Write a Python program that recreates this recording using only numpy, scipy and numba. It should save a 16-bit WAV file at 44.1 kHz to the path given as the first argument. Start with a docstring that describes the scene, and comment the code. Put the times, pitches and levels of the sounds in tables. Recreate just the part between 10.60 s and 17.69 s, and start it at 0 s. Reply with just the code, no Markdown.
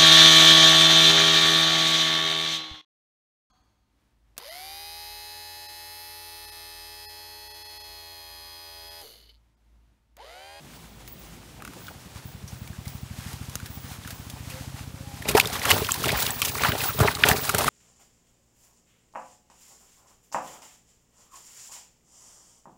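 """A pond bank: a large fish is freed from a nylon net and dropped into a plastic basin with a little water.
The net is crackling noise with ringing snaps and dull flops; water is swarms of dying sinusoids, hiss and slaps.
Body blows and slosh ring the resonances of the basin as the fish thrashes.
Across the pond a single-cylinder boat engine picks up speed: exhaust puffs ring a pipe.
Open air, a distant low drone, a flickering treble shimmer and faint hoots lie around it."""
import sys
import numpy as np
from scipy import signal
from scipy.fft import rfft, irfft
from scipy.io import wavfile
from scipy.ndimage import uniform_filter1d
from numba import njit

SR = 44100
rng = np.random.default_rng(int(sys.argv[2]) if len(sys.argv) > 2 else 0)


def unload_wav(signal):
    """Save mono or channel-first audio to the path in sys.argv[1] as 16-bit WAV at rate SR, clipped to [-1, 1]."""
    wavfile.write(
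        sys.argv[1],
        SR,
        np.round(np.clip(np.atleast_2d(signal).T, -1, 1) * 32767).astype(np.int16),
    )


def boost_factor(decibels):
    """Convert a level in decibels to a linear amplitude factor."""
    exponent = np.asarray(decibels, float) / 20
    return 10 ** exponent


N = 312669
T = np.arange(N) / SR
DROPPED_S = 4.68  # the fish lands in the water
NOISE_CREST_DB = 9  # allowance for the peak of a short noise above its rms


def curve(rows):
    """Columns of a breakpoint table, interpolated at every sample."""
    s, *columns = np.transpose(rows)
    return [np.interp(T, s, c) for c in columns]


def unit(x):
    """Scale to rms 1."""
    return x / np.sqrt(np.mean(x ** 2))


def band(x, lo_hz, hi_hz):
    """Band-pass."""
    edges = [lo_hz, min(hi_hz, 0.45 * SR)]
    return signal.sosfilt(signal.butter(2, edges, "band", fs=SR, output="sos"), x)


def ring(x, hz, width_hz):
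    """One resonance; a unit impulse makes it ring from amplitude 1."""
    r = np.exp(-np.pi * width_hz / SR)
    w = 2 * np.pi * hz / SR
    return signal.lfilter([0, r * np.sin(w)], [1, -2 * r * np.cos(w), r * r], x)


def walk(rate_hz):
    """Random levels held 1 / rate s and slewed twice; spread near 1."""
    k = max(int(SR / rate_hz), 1)
    held = np.repeat(rng.standard_normal(N + 1)[:N // k + 1], k)
    return 2.1 * uniform_filter1d(uniform_filter1d(held, k), k)[:N]


def coloured(points):
    """Steady noise with the given spectrum, at rms 1."""
    hz, db = np.transpose(points)
    f = np.fft.rfftfreq(N, 1 / SR) + 1  # 1 Hz up, to keep the logarithm finite
    gain = boost_factor(np.interp(np.log(f), np.log(hz), db, left=-90))
    return unit(irfft(rfft(rng.standard_normal(N)) * gain, N))


@njit
def grains(n, start, hz, cycles, size, glide):
    """Dying sinusoids; a glide above 1 makes their pitch climb, as in small bubbles."""
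    out = np.zeros(n)
    for k in range(len(start)):
        step = 2 * np.pi * hz[k] / SR
        length = int(5 * cycles[k] * SR / hz[k])
        fade = np.exp(-5 / length)
        climb = glide ** (1 / length)
        level = size[k]
        phase = 0.
        for i in range(start[k], min(start[k] + length, n)):
            out[i] += level * np.sin(phase)
            level *= fade
            phase += step
            step = min(step * climb, 2.6)
    return out


def scatter(count, lo_hz, hi_hz, cycles, spread_db, glide):
    """Grains at random times and pitches, some louder than the rest, at rms 1 together."""
    when, pitch, length, loud = rng.random((count, 4)).T
    start = (when * N).astype(np.int64)
    hz = lo_hz * (hi_hz / lo_hz) ** pitch
    size = boost_factor(-spread_db * np.log(loud + 0.02))
    return unit(grains(N, start, hz, cycles * (0.5 + length), size, glide))


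def add(out, s, x):
    """Mix x into out at time s."""
    i = max(int(s * SR), 0)
    out[i:i + len(x)] += x[:N - i]


def swells(start, hold, db, rise, fall):
    """Gain of overlapping events that rise to db, hold, then fade, at fixed dB per second."""
    power = np.zeros(N)
    for s, h, d in zip(start, hold, db):
        before = np.maximum(s - T, 0)
        after = np.maximum(T - s - h, 0)
        power += boost_factor(2 * (d - rise * before - fall * after))
    return np.sqrt(power)


def burst(db, hz, hiss_db, lasts, t60):
    """A trapped pocket of air rings with a climbing pitch; long spurts are many pockets, so rougher; a crack on top."""
    t = np.arange(4096) / SR
    a, b, c = rng.standard_normal((3, len(t)))
    lasts = max(lasts, 4e-4)
    attack = np.minimum(t / min(0.34 * lasts, 0.0007), 1)
    decay = np.exp(-np.log(1000) * np.maximum(t - lasts, 0) / max(t60, 0.004))
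    shape = attack * decay
    tone = 1.25 * np.exp(-lasts / 0.0051) * np.sin(2 * np.pi * hz * t * (1 + 2.9 * t))
    rough = unit(band(a, hz / 1.16, hz * 1.16))
    overtones = unit(band(band(c, 1.4 * hz, 2.2 * hz), 1.2 * hz, 2.4 * hz))
    body = shape * (tone + 0.84 * rough + 0.43 * overtones)
    sharp = 1 + np.exp(-t / 0.00085)  # sharpest at first contact
    crack = shape * sharp * unit(band(b, 1550, 15600))
    return boost_factor(db) * (body / np.abs(body).max() + boost_factor(hiss_db - NOISE_CREST_DB) * crack)


# spectrum of the open air over the pond: hz, level_db (per Hz, relative)
AIR = [(30, -28), (60, -3), (130, 2), (250, -5), (480, -12.5), (750, -16.5), (1200, -25.5), (3400, -21.5),
       (10700, -56), (15500, -69)]


def open_air():
    """Steady broadband noise, weighted to the low end."""
    return boost_factor(-49) * coloured(AIR)


# fade of the distant low drone: time_s, level_db
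RUMBLE = [(0, -50), (.5, -48), (.9, -50), (1.25, -49), (1.5, -62), (7.09, -66)]


def drone():
    """Noise through one narrow deep resonance makes a wavering low note."""
    return boost_factor(curve(RUMBLE)[0]) * unit(ring(rng.standard_normal(N), 51, 6.8))


# hard resonances a snap sets off: pitch_hz, width_hz, level_db (before a random spread)
KNOT = [(595, 280, -4), (2200, 760, -14), (3180, 720, -26), (4120, 520, -3), (5270, 500, -1),
        (6600, 680, 4), (9500, 700, 3)]


def snap(db, hz, crack_db, t60):
    """A knot or float jerks tight: a low ring, and a tick that sounds its hard modes, each time differently."""
    tick = np.zeros(4096)
    tick[8] = 1
    spread = 3.5 * rng.standard_normal(len(KNOT))  # dB
    hard = sum(boost_factor(mode_db + g) * ring(tick, f, w) for (f, w, mode_db), g in zip(KNOT, spread))
    return burst(db, hz, crack_db, 0.0012, t60) + boost_factor(db + crack_db - 6.5) * hard


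# how hard the hands work at the net: time_s, rustle_db
NET_EFFORT = [(0, -53), (.24, -53.5), (.6, -53), (1.2, -51), (1.85, -51.5), (2.5, -48.5), (3.1, -47),
              (3.9, -49), (4.35, -49), (4.64, -45)]
# single tugs on the net: start_s, hold_s, rustle_db
TUGS = [(0.11, 0.024, -54), (.38, .04, -58), (.66, 0.064, -53), (1.177, 0.11, -53), (1.57, .05, -50),
        (1.897, .04, -51.5), (2.03, 0.029, -52.5), (2.29, 0.044, -48.5), (2.607, 0.1, -44.5),
        (2.854, 0.05, -49.5), (3.303, 0.046, -46), (3.49, 0.044, -47), (3.724, 0.065, -49.5),
        (3.9, 0.16, -45), (4.137, 0.088, -48.5)]
TUG_RISE_DB_S, TUG_FALL_DB_S = 148, 134
# knots and floats snapping: start_s, ring_peak_db, pitch_hz, crack_db (against the ring), t60_s
SNAPS = [(0.477, -43.5, 1880, 10, 0.04), (1.0023, -39, 1340, -19, 0.03), (1.022, -30.5, 1390, -5.5, 0.016),
         (1.05, -29, 1370, -3.5, 0.021), (1.0763, -30.5, 1420, -4.5, 0.016), (1.1029, -44, 1420, -13, 0.03),
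         (1.135, -40, 1310, 2, 0.021), (1.268, -35, 3600, -18, 0.021), (1.2817, -29.5, 1410, -10, 0.051),
         (1.877, -34.5, 5530, -24, 0.11), (2.0758, -41, 2230, 4, 0.03), (2.1296, -41, 1590, -18, 0.03),
         (2.255, -38, 2000, -2, 0.052), (2.2792, -35, 4860, 1, 0.04), (2.7312, -39, 1840, 8.5, 0.038),
         (2.8968, -44, 1040, 10.5, 0.045), (2.9549, -27, 1370, 6.5, 0.017), (3.0005, -32, 1400, -5, 0.021),
         (3.0595, -37.5, 1590, 7.5, 0.067), (3.286, -43, 1880, -4, 0.037), (3.4361, -38, 3590, -10, 0.026),
         (3.4482, -34.5, 1680, -9, 0.038), (3.4753, -31.5, 1390, 1, 0.035), (3.5062, -31, 1600, 3, 0.072),
         (3.699, -35, 3330, 5.5, 0.049), (3.9, -35, 2470, 2, 0.16)]
# the fish flopping on the heap of net: start_s, peak_db (approximate), pitch_hz, half_length_s
FLOPS = [(0.964, -41, 790, 0.043), (1.017, -34, 275, 0.014), (1.058, -36.5, 262, 0.029),
         (1.145, -39, 330, 0.043), (1.159, -37, 695, 0.012), (1.26, -55, 217, 0.02),
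         (1.293, -37, 800, 0.017), (3.757, -34.5, 910, 0.012)]


def net():
    """Wet mesh dragging over leaves: a fine crackle, single snaps, and dull flops of the fish."""
    tugs = swells(*np.transpose(TUGS), TUG_RISE_DB_S, TUG_FALL_DB_S)
    pull = np.hypot(boost_factor(curve(NET_EFFORT)[0]), tugs)
    crackle = scatter(count=12000, lo_hz=700, hi_hz=14000, cycles=1.5, spread_db=3.0, glide=1.)
    drag = (rng.standard_normal(N) + 0.5 * crackle) * boost_factor(0.85 * walk(40))
    rustle = unit(band(drag, 450, 11400))
    fine_hiss = boost_factor(-13) * unit(band(drag, 9160, 16500))
    out = (T < DROPPED_S) * pull * (rustle + fine_hiss)
    for s, peak_db, hz, crack_db, t60 in SNAPS:
        add(out, s, snap(peak_db, hz, crack_db, t60))
    for s, peak_db, hz, half_s in FLOPS:
        n = int(2 * half_s * SR)
        thud = unit(ring(rng.standard_normal(4096), hz, hz / 2.9))[:n]
        add(out, s, boost_factor(peak_db - NOISE_CREST_DB) * np.hanning(n) ** 0.5 * thud)
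    return out


# the treble flickers: start_s, hold_s, level_db (before a random flutter)
FLICKERS = [(0.146, .03, -60), (.32, 0.014, -58), (0.487, 0.049, -51), (0.595, 0.014, -53),
            (1.205, 0.063, -56), (1.67, .06, -56), (1.9, .015, -64), (1.99, 0.036, -55), (2.08, .03, -63),
            (2.28, .06, -52), (3.11, 0.044, -48), (3.21, .08, -54), (3.49, .09, -52), (3.7, 0.073, -57),
            (5.139, 0.043, -36), (5.23, .3, -45), (5.575, 0.15, -32), (5.75, .06, -42), (5.85, .02, -35),
            (5.91, 0.19, -39), (6.208, 0.12, -34), (6.36, 0.13, -40), (6.7, 0.13, -38)]
FLICKER_RISE_DB_S, FLICKER_FALL_DB_S, FLICKER_REST_DB = 400, 250, -74


def shimmer():
    """A narrow, flickering hiss at the very top: noise through the same resonance twice."""
    hiss = ring(ring(rng.standard_normal(N), 15350, 600), 15350, 600)
    flickers = swells(*np.transpose(FLICKERS), FLICKER_RISE_DB_S, FLICKER_FALL_DB_S)
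    flutter = boost_factor(2.5 * walk(60))
    return (boost_factor(FLICKER_REST_DB) + flickers) * flutter * unit(hiss)


# boat engine speed: time_s, rate_hz (firings per second)
ENGINE_SPEED = [(0.0, 10.582), (0.8, 10.274), (1.45, 9.844), (1.8, 10.974), (2.3, 12.268), (2.9, 13.83),
                (3.5, 14.175), (4.1, 15.0), (4.8, 15.433), (5.3, 15.765), (5.8, 15.162), (6.4, 15.073),
                (7.1, 14.956)]
# boat engine load: time_s, firing_db
ENGINE_LOAD = [(0, -80), (.7, -50.5), (1.3, -49), (1.55, -37), (1.9, -35), (2.3, -32.5), (2.75, -33),
               (3.2, -35.5), (3.6, -36), (4.0, -33.5), (4.5, -35), (5.0, -34), (5.6, -38), (6.2, -34),
               (7.09, -35)]
# exhaust pipe resonances: pitch_hz, width_hz, level_db (before the tilt with speed)
EXHAUST = [(72, 20, -8.5), (102.7, 28.7, -1.5), (133.8, 8.3, -12), (170, 25, -11)]
VALVE_LEAD_S, PUFF_S = 0.00429, 0.0049
DIP_LEAD_S, DIP_DB = 0.0028, -12.5
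LATE_CYCLES = 0.11  # each mode speaks this share of its own cycle late
CRUISE_HZ, PIVOT_HZ, BRIGHTEN_DB = 10.2, 131, 0.5  # dB per octave for each extra firing a second
BARK_ORDER, BARK_S, BARK_DB, BARK_DELAY_S = 17.45, 0.028, -7, 0.00451  # order: multiple of the firing rate


def engine():
    """One soft exhaust puff per firing rings the pipe; deep modes come late; an upper bark follows the speed."""
    speed = curve(ENGINE_SPEED)[0]
    firings = np.flatnonzero(np.diff(np.floor(np.cumsum(speed) / SR)))
    opens = firings - int(VALVE_LEAD_S * SR)
    puffs = np.zeros(N)
    puffs[opens] = boost_factor(0.5 * rng.standard_normal(len(opens)))
    puffs[opens - int(DIP_LEAD_S * SR)] -= boost_factor(DIP_DB)  # the pressure dips just ahead of the blast
    soft = np.convolve(puffs, np.hanning(int(PUFF_S * SR)) / (0.00083 * SR))[:N]
    pipe = np.zeros(N)
    for hz, width, db in EXHAUST:
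        tilt_db = BRIGHTEN_DB * (speed - CRUISE_HZ) * np.log2(hz / PIVOT_HZ)
        pipe += boost_factor(db + tilt_db) * np.roll(ring(soft, hz, width), int(LATE_CYCLES * SR / hz))
    t = np.arange(-BARK_S / 2, BARK_S / 2, 1 / SR)
    for i in opens:
        bark = np.hanning(len(t)) * np.cos(2 * np.pi * BARK_ORDER * speed[i] * t)
        add(pipe, i / SR + BARK_DELAY_S - BARK_S / 2, boost_factor(BARK_DB) * puffs[i] * bark)
    return boost_factor(curve(ENGINE_LOAD)[0]) * pipe


# faint hoots far away: start_s, end_s, pitch_hz (centre), level_db (centre)
HOOTS = [(3.9, 4.06, 517, -48.5), (4.298, 4.57, 545, -53), (4.436, 4.614, 807, -53)]


def hoots():
    """Soft tones whose pitch and level waver."""
    out = np.zeros(N)
    for start, end, hz, db in HOOTS:
        n = int((end - start) * SR)
        level = boost_factor(db + 3 * walk(25)[:n]) * np.hanning(n) ** 0.5
        pitch = hz * (1 + 0.008 * walk(30)[:n])
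        add(out, start, level * np.sin(2 * np.pi * np.cumsum(pitch) / SR))
    return out


# surges of water thrown up by the fish: start_s, hold_s, splash_db, spray_db, slosh_db (all mix gains)
SURGES = [(4.693, 0.0069, -33, -42.5, -24), (4.765, 0.029, -31.5, -38, -26.5),
          (4.832, 0.017, -38, -49, -33), (4.929, 0.052, -34, -44, -38), (5.052, .02, -29, -36, -32),
          (5.09, 0.053, -25.5, -30.5, -23), (5.17, 0.07, -37, -38.5, -32.5),
          (5.328, 0.051, -38.5, -38.5, -55), (5.43, 0.025, -34, -35.5, -27.5),
          (5.479, 0.082, -28, -37.5, -33.5), (5.594, 0.064, -33, -32, -34.5), (5.678, 0.024, -33, -56, -41),
          (5.826, .05, -37.5, -37, -36.5), (5.948, 0.027, -39.5, -35, -36),
          (6.029, 0.048, -25.5, -35, -28.5), (6.078, 0.043, -34, -44, -31), (6.181, 0.082, -33.5, -37, -39),
          (6.411, 0.031, -28.5, -38, -19.5), (6.485, 0.042, -33, -37, -44), (6.613, 0.032, -31, -38, -28.5),
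          (6.675, 0.02, -23.5, -32.5, -27.5), (6.723, 0.045, -37, -37, -35), (6.841, 0.066, -37, -35, -36),
          (6.945, 0.015, -28, -34.5, -33.5), (6.987, 0.031, -30, -35, -28.5),
          (7.069, .03, -31.5, -34, -22.5)]
SURGE_RISE_DB_S, SURGE_FALL_DB_S = 418, 226
# gains of the water between surges, one each for: splash_db, spray_db, slosh_db
LAPPING_DB = [-42.5, -43, -45]
# tail and fin slaps, plops, spurts: start_s, ring_peak_db, pitch_hz, spray_db (peak against the ring), length_s
SLAPS = [(4.621, -26.5, 1900, -6, 0.0048), (4.652, -27.5, 2290, -25, .007), (4.686, -15, 2650, 1, 0.0097),
         (4.711, -28, 2390, 6, 0.0065), (4.749, -16.5, 2170, -5.5, 0.007), (4.768, -7.5, 866, -7, 0.015),
         (4.775, -10.5, 2700, -7, 0.0034), (4.798, -2, 2400, -5.5, 0.0026),
         (4.809, -17.5, 3000, -3, 0.0042), (4.848, -21, 1200, -6, 0.0015), (4.855, -17, 3520, -8, 0.0023),
         (4.872, -24.5, 4960, 5.5, 0.0021), (4.928, -27.5, 1100, 4.5, 0.016),
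         (4.953, -21.5, 950, -5, .0065), (4.994, -21.5, 5530, -8, 0.0028),
         (5.016, -18.5, 1950, -22, 0.0022), (5.052, -14, 1420, -1, 0.0032), (5.092, -14, 2900, -8, .007),
         (5.102, -9, 2050, 0.5, 0.0093), (5.107, -12.5, 976, -11, 0.0092), (5.114, -2.5, 2850, -10, 0.0028),
         (5.246, -18, 3180, -11, 0.0011), (5.267, -22, 3180, -4, 0.0022), (5.288, -16.5, 1220, -8, 0.0054),
         (5.308, -20, 3060, -4, 0.0022), (5.3185, -5, 7470, -14, 0.00073), (5.341, -21, 4060, 4, .003),
         (5.444, -14.5, 2760, -16, .001), (5.457, -21, 3300, -1, 0.0042), (5.482, -18, 2830, 3.5, 0.0012),
         (5.489, -12.5, 1920, -13, 0.0042), (5.503, -14.5, 2430, -26, .0025),
         (5.517, -23.5, 4570, 3.5, 0.0055), (5.572, -23, 2210, -12, .006),
         (5.622, -17.5, 3800, -0.5, 0.0076), (5.664, -14.5, 3300, -3.5, .003),
         (5.705, -15.5, 7850, -9, 0.0022), (5.8, -32, 2360, 7, 0.0041), (5.818, -8.5, 2840, -0.5, 0.00098),
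         (5.819, -15, 1240, -11, 0.0032), (5.825, -15, 2600, -13, 0.0041), (5.849, -20, 2980, 4, 0.01),
         (5.882, -26, 2650, 5, 0.015), (5.953, -21, 1100, -6, 0.0014), (5.98, -23, 1270, 0, 0.0045),
         (5.995, -21, 2060, -17, .002), (6.019, -24, 5700, 3, 0.0054), (6.035, -9, 1160, -6.5, .0026),
         (6.048, -8.5, 1460, -14, 0.0025), (6.051, -13, 905, -23, .009), (6.084, -17, 1200, -5, 0.0028),
         (6.119, -13.5, 1700, -7, .0012), (6.204, -17.5, 2740, -16, 0.0036), (6.215, -22, 1970, -9, .004),
         (6.237, -24, 1430, 5.5, 0.0071), (6.286, -22, 1280, -11, 0.021), (6.39, -24, 1610, 5.5, 0.0027),
         (6.4012, -15, 1260, -3, 0.013), (6.429, -15, 870, -10.5, 0.008), (6.444, -14, 646, -31, 0.0072),
         (6.475, -15, 2600, -10, 0.0013), (6.4776, -8, 1076, -31, 0.0078), (6.488, -23, 1260, -16, 0.0045),
         (6.5513, -15, 4270, -32, 0.00037), (6.569, -24.5, 1250, -6, .003), (6.6359, -3, 2360, -18, 0.0018),
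         (6.6362, -1.5, 1690, -42, 0.0037), (6.652, -18, 820, -2, 0.014), (6.686, -12.5, 2850, 6, .005),
         (6.696, -15.5, 746, -5, 0.014), (6.7136, -7, 1760, -10, 0.00098), (6.761, -20.5, 2350, -23, .002),
         (6.79, -24.5, 1080, -22, 0.0057), (6.85, -25, 810, 5, 0.0052), (6.892, -13, 1280, 1, 0.0055),
         (6.94, -18, 700, -20, 0.0027), (6.947, -11.5, 1580, 0.5, .002), (6.982, -20, 860, 8, 0.0076),
         (7.006, -15, 710, -18, 0.0049), (7.043, -15, 1040, -3.5, 0.0025), (7.079, -8.5, 1170, -12, 0.0048)]
SLAP_T60_S, SLAP_TAIL, SLAP_CYCLES = 0.01, 1.95, 6.4  # t60 = base + tail x length + cycles / pitch


def water():
    """Bubbles and spray follow the thrashing in quick spurts; returns the splash and the slosh that pushes the wall."""
    start, hold, *levels = np.transpose(SURGES)
    splash_gain, spray_gain, slosh_gain = (
        np.hypot((T > DROPPED_S) * boost_factor(rest_db), swells(start, hold, db, SURGE_RISE_DB_S, SURGE_FALL_DB_S))
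        for db, rest_db in zip(levels, LAPPING_DB))
    bubbles = scatter(count=7000, lo_hz=700, hi_hz=4800, cycles=3.5, spread_db=3.2, glide=1.15)
    fizz = scatter(count=20000, lo_hz=3500, hi_hz=15000, cycles=3.0, spread_db=3.5, glide=1.15)
    rush = rng.standard_normal(N)
    spurts = 1.3 * walk(90)  # dB
    splash = splash_gain * boost_factor(spurts) * (0.85 * bubbles + 0.5 * unit(band(rush, 700, 5000)))
    spray_mix = 0.76 * fizz + 1.05 * unit(band(rush, 2270, 15700))
    spray = spray_gain * boost_factor(spurts + 1.1 * walk(90)) * spray_mix
    out = splash + spray
    for s, db, hz, spray_db, lasts in SLAPS:
        t60 = SLAP_T60_S + SLAP_TAIL * lasts + SLAP_CYCLES / hz
        add(out, s, burst(db, hz, spray_db, lasts, t60))
    gurgle = scatter(count=900, lo_hz=335.5, hi_hz=1100, cycles=1.52, spread_db=4.0, glide=1.09)
    slosh = slosh_gain * (0.52 * gurgle + 0.32 * unit(band(rng.standard_normal(N), 249, 1380)))
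    return out, slosh


# the body striking the basin: start_s, peak_db, contact_s (at half the full force)
BLOWS = [(4.656, -22.5, 0.00074), (4.688, -26, 0.0017), (4.7499, -4.5, 0.0011), (4.7528, -3.5, 0.00067),
         (5.113, -24, 0.0072), (5.167, -15.5, 0.00033), (5.202, -44, 0.0006), (5.527, -17.5, 0.00088),
         (5.531, -20.5, 0.0029), (5.551, -19, 0.011), (6.038, -34, 0.0019), (6.083, -21, 0.003),
         (6.088, -16, 0.0043), (6.152, -16, 0.00052), (6.387, -37, 0.0016), (6.404, -10.5, 0.00078),
         (6.406, -10.5, 0.0034), (6.4113, -8.5, 0.0057), (6.429, -19, 0.0011), (6.453, -15, 0.00055),
         (6.69, -12.5, 0.00054), (6.713, -13.5, 0.0036), (6.72, -23, 0.0014), (6.749, -21.5, 0.00096),
         (6.946, -21, 0.0037), (6.988, -25, 0.00061), (7.039, -27, 0.0006)]
# resonances of the plastic shell: pitch_hz, width_hz, level_db (relative; each blow varies it)
BASIN = [(65.4, 75, -23), (112, 55, 9), (163, 78, 10), (253.6, 46, 3), (330, 53, -7), (436, 45, 3),
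         (618, 150, 9.5), (873, 33, -10.5)]


def basin(slosh):
    """Blows and slosh ring the plastic shell; a long soft contact reaches only the low modes."""
    wall = sum(boost_factor(db) * ring(slosh, hz, w) for hz, w, db in BASIN)
    out = 0.59 * slosh + boost_factor(-41.5) * wall
    spots = rng.standard_normal((len(BLOWS), len(BASIN)))
    for (s, db, contact), spot in zip(BLOWS, spots):
        touch = np.hanning(max(int(2 * contact * SR), 4))
        push = np.gradient(np.pad(touch, (0, 8192)))  # the shell radiates the change of the force
        knock = np.zeros(len(push))
        for (hz, width, mode_db), g in zip(BASIN, spot):
            # a quick local rap barely moves the whole floor, so it weakens the deepest modes
            reach = min(0.77 * hz * contact, 1)
            knock += boost_factor(mode_db + 1.7 * g) * reach * ring(push, hz, width)
        add(out, s, -boost_factor(db) * knock / np.abs(knock).max())
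    return out


def scene():
    """Everything reaches one microphone in the open."""
    splash, slosh = water()
    background = open_air() + drone() + hoots()
    return (background + net() + shimmer() + engine() + splash + basin(slosh))[None]


def roll_off(x):
    """The treble ends steeply here."""
    return signal.sosfilt(signal.butter(12, 16830, fs=SR, output="sos"), x)


def record(dry):
    """The deep bass is filtered off without smearing the puffs, the top is cut, peaks clip."""
    x = signal.sosfiltfilt(signal.butter(4, 52, "high", fs=SR, output="sos"), dry)
    x = signal.sosfilt(signal.ellip(12, 0.3, 70, 15720, fs=SR, output="sos"), x)
    mix = np.clip(x, -0.99, 0.99)
    return roll_off(mix)


dry = scene()
out = record(dry)
unload_wav(out)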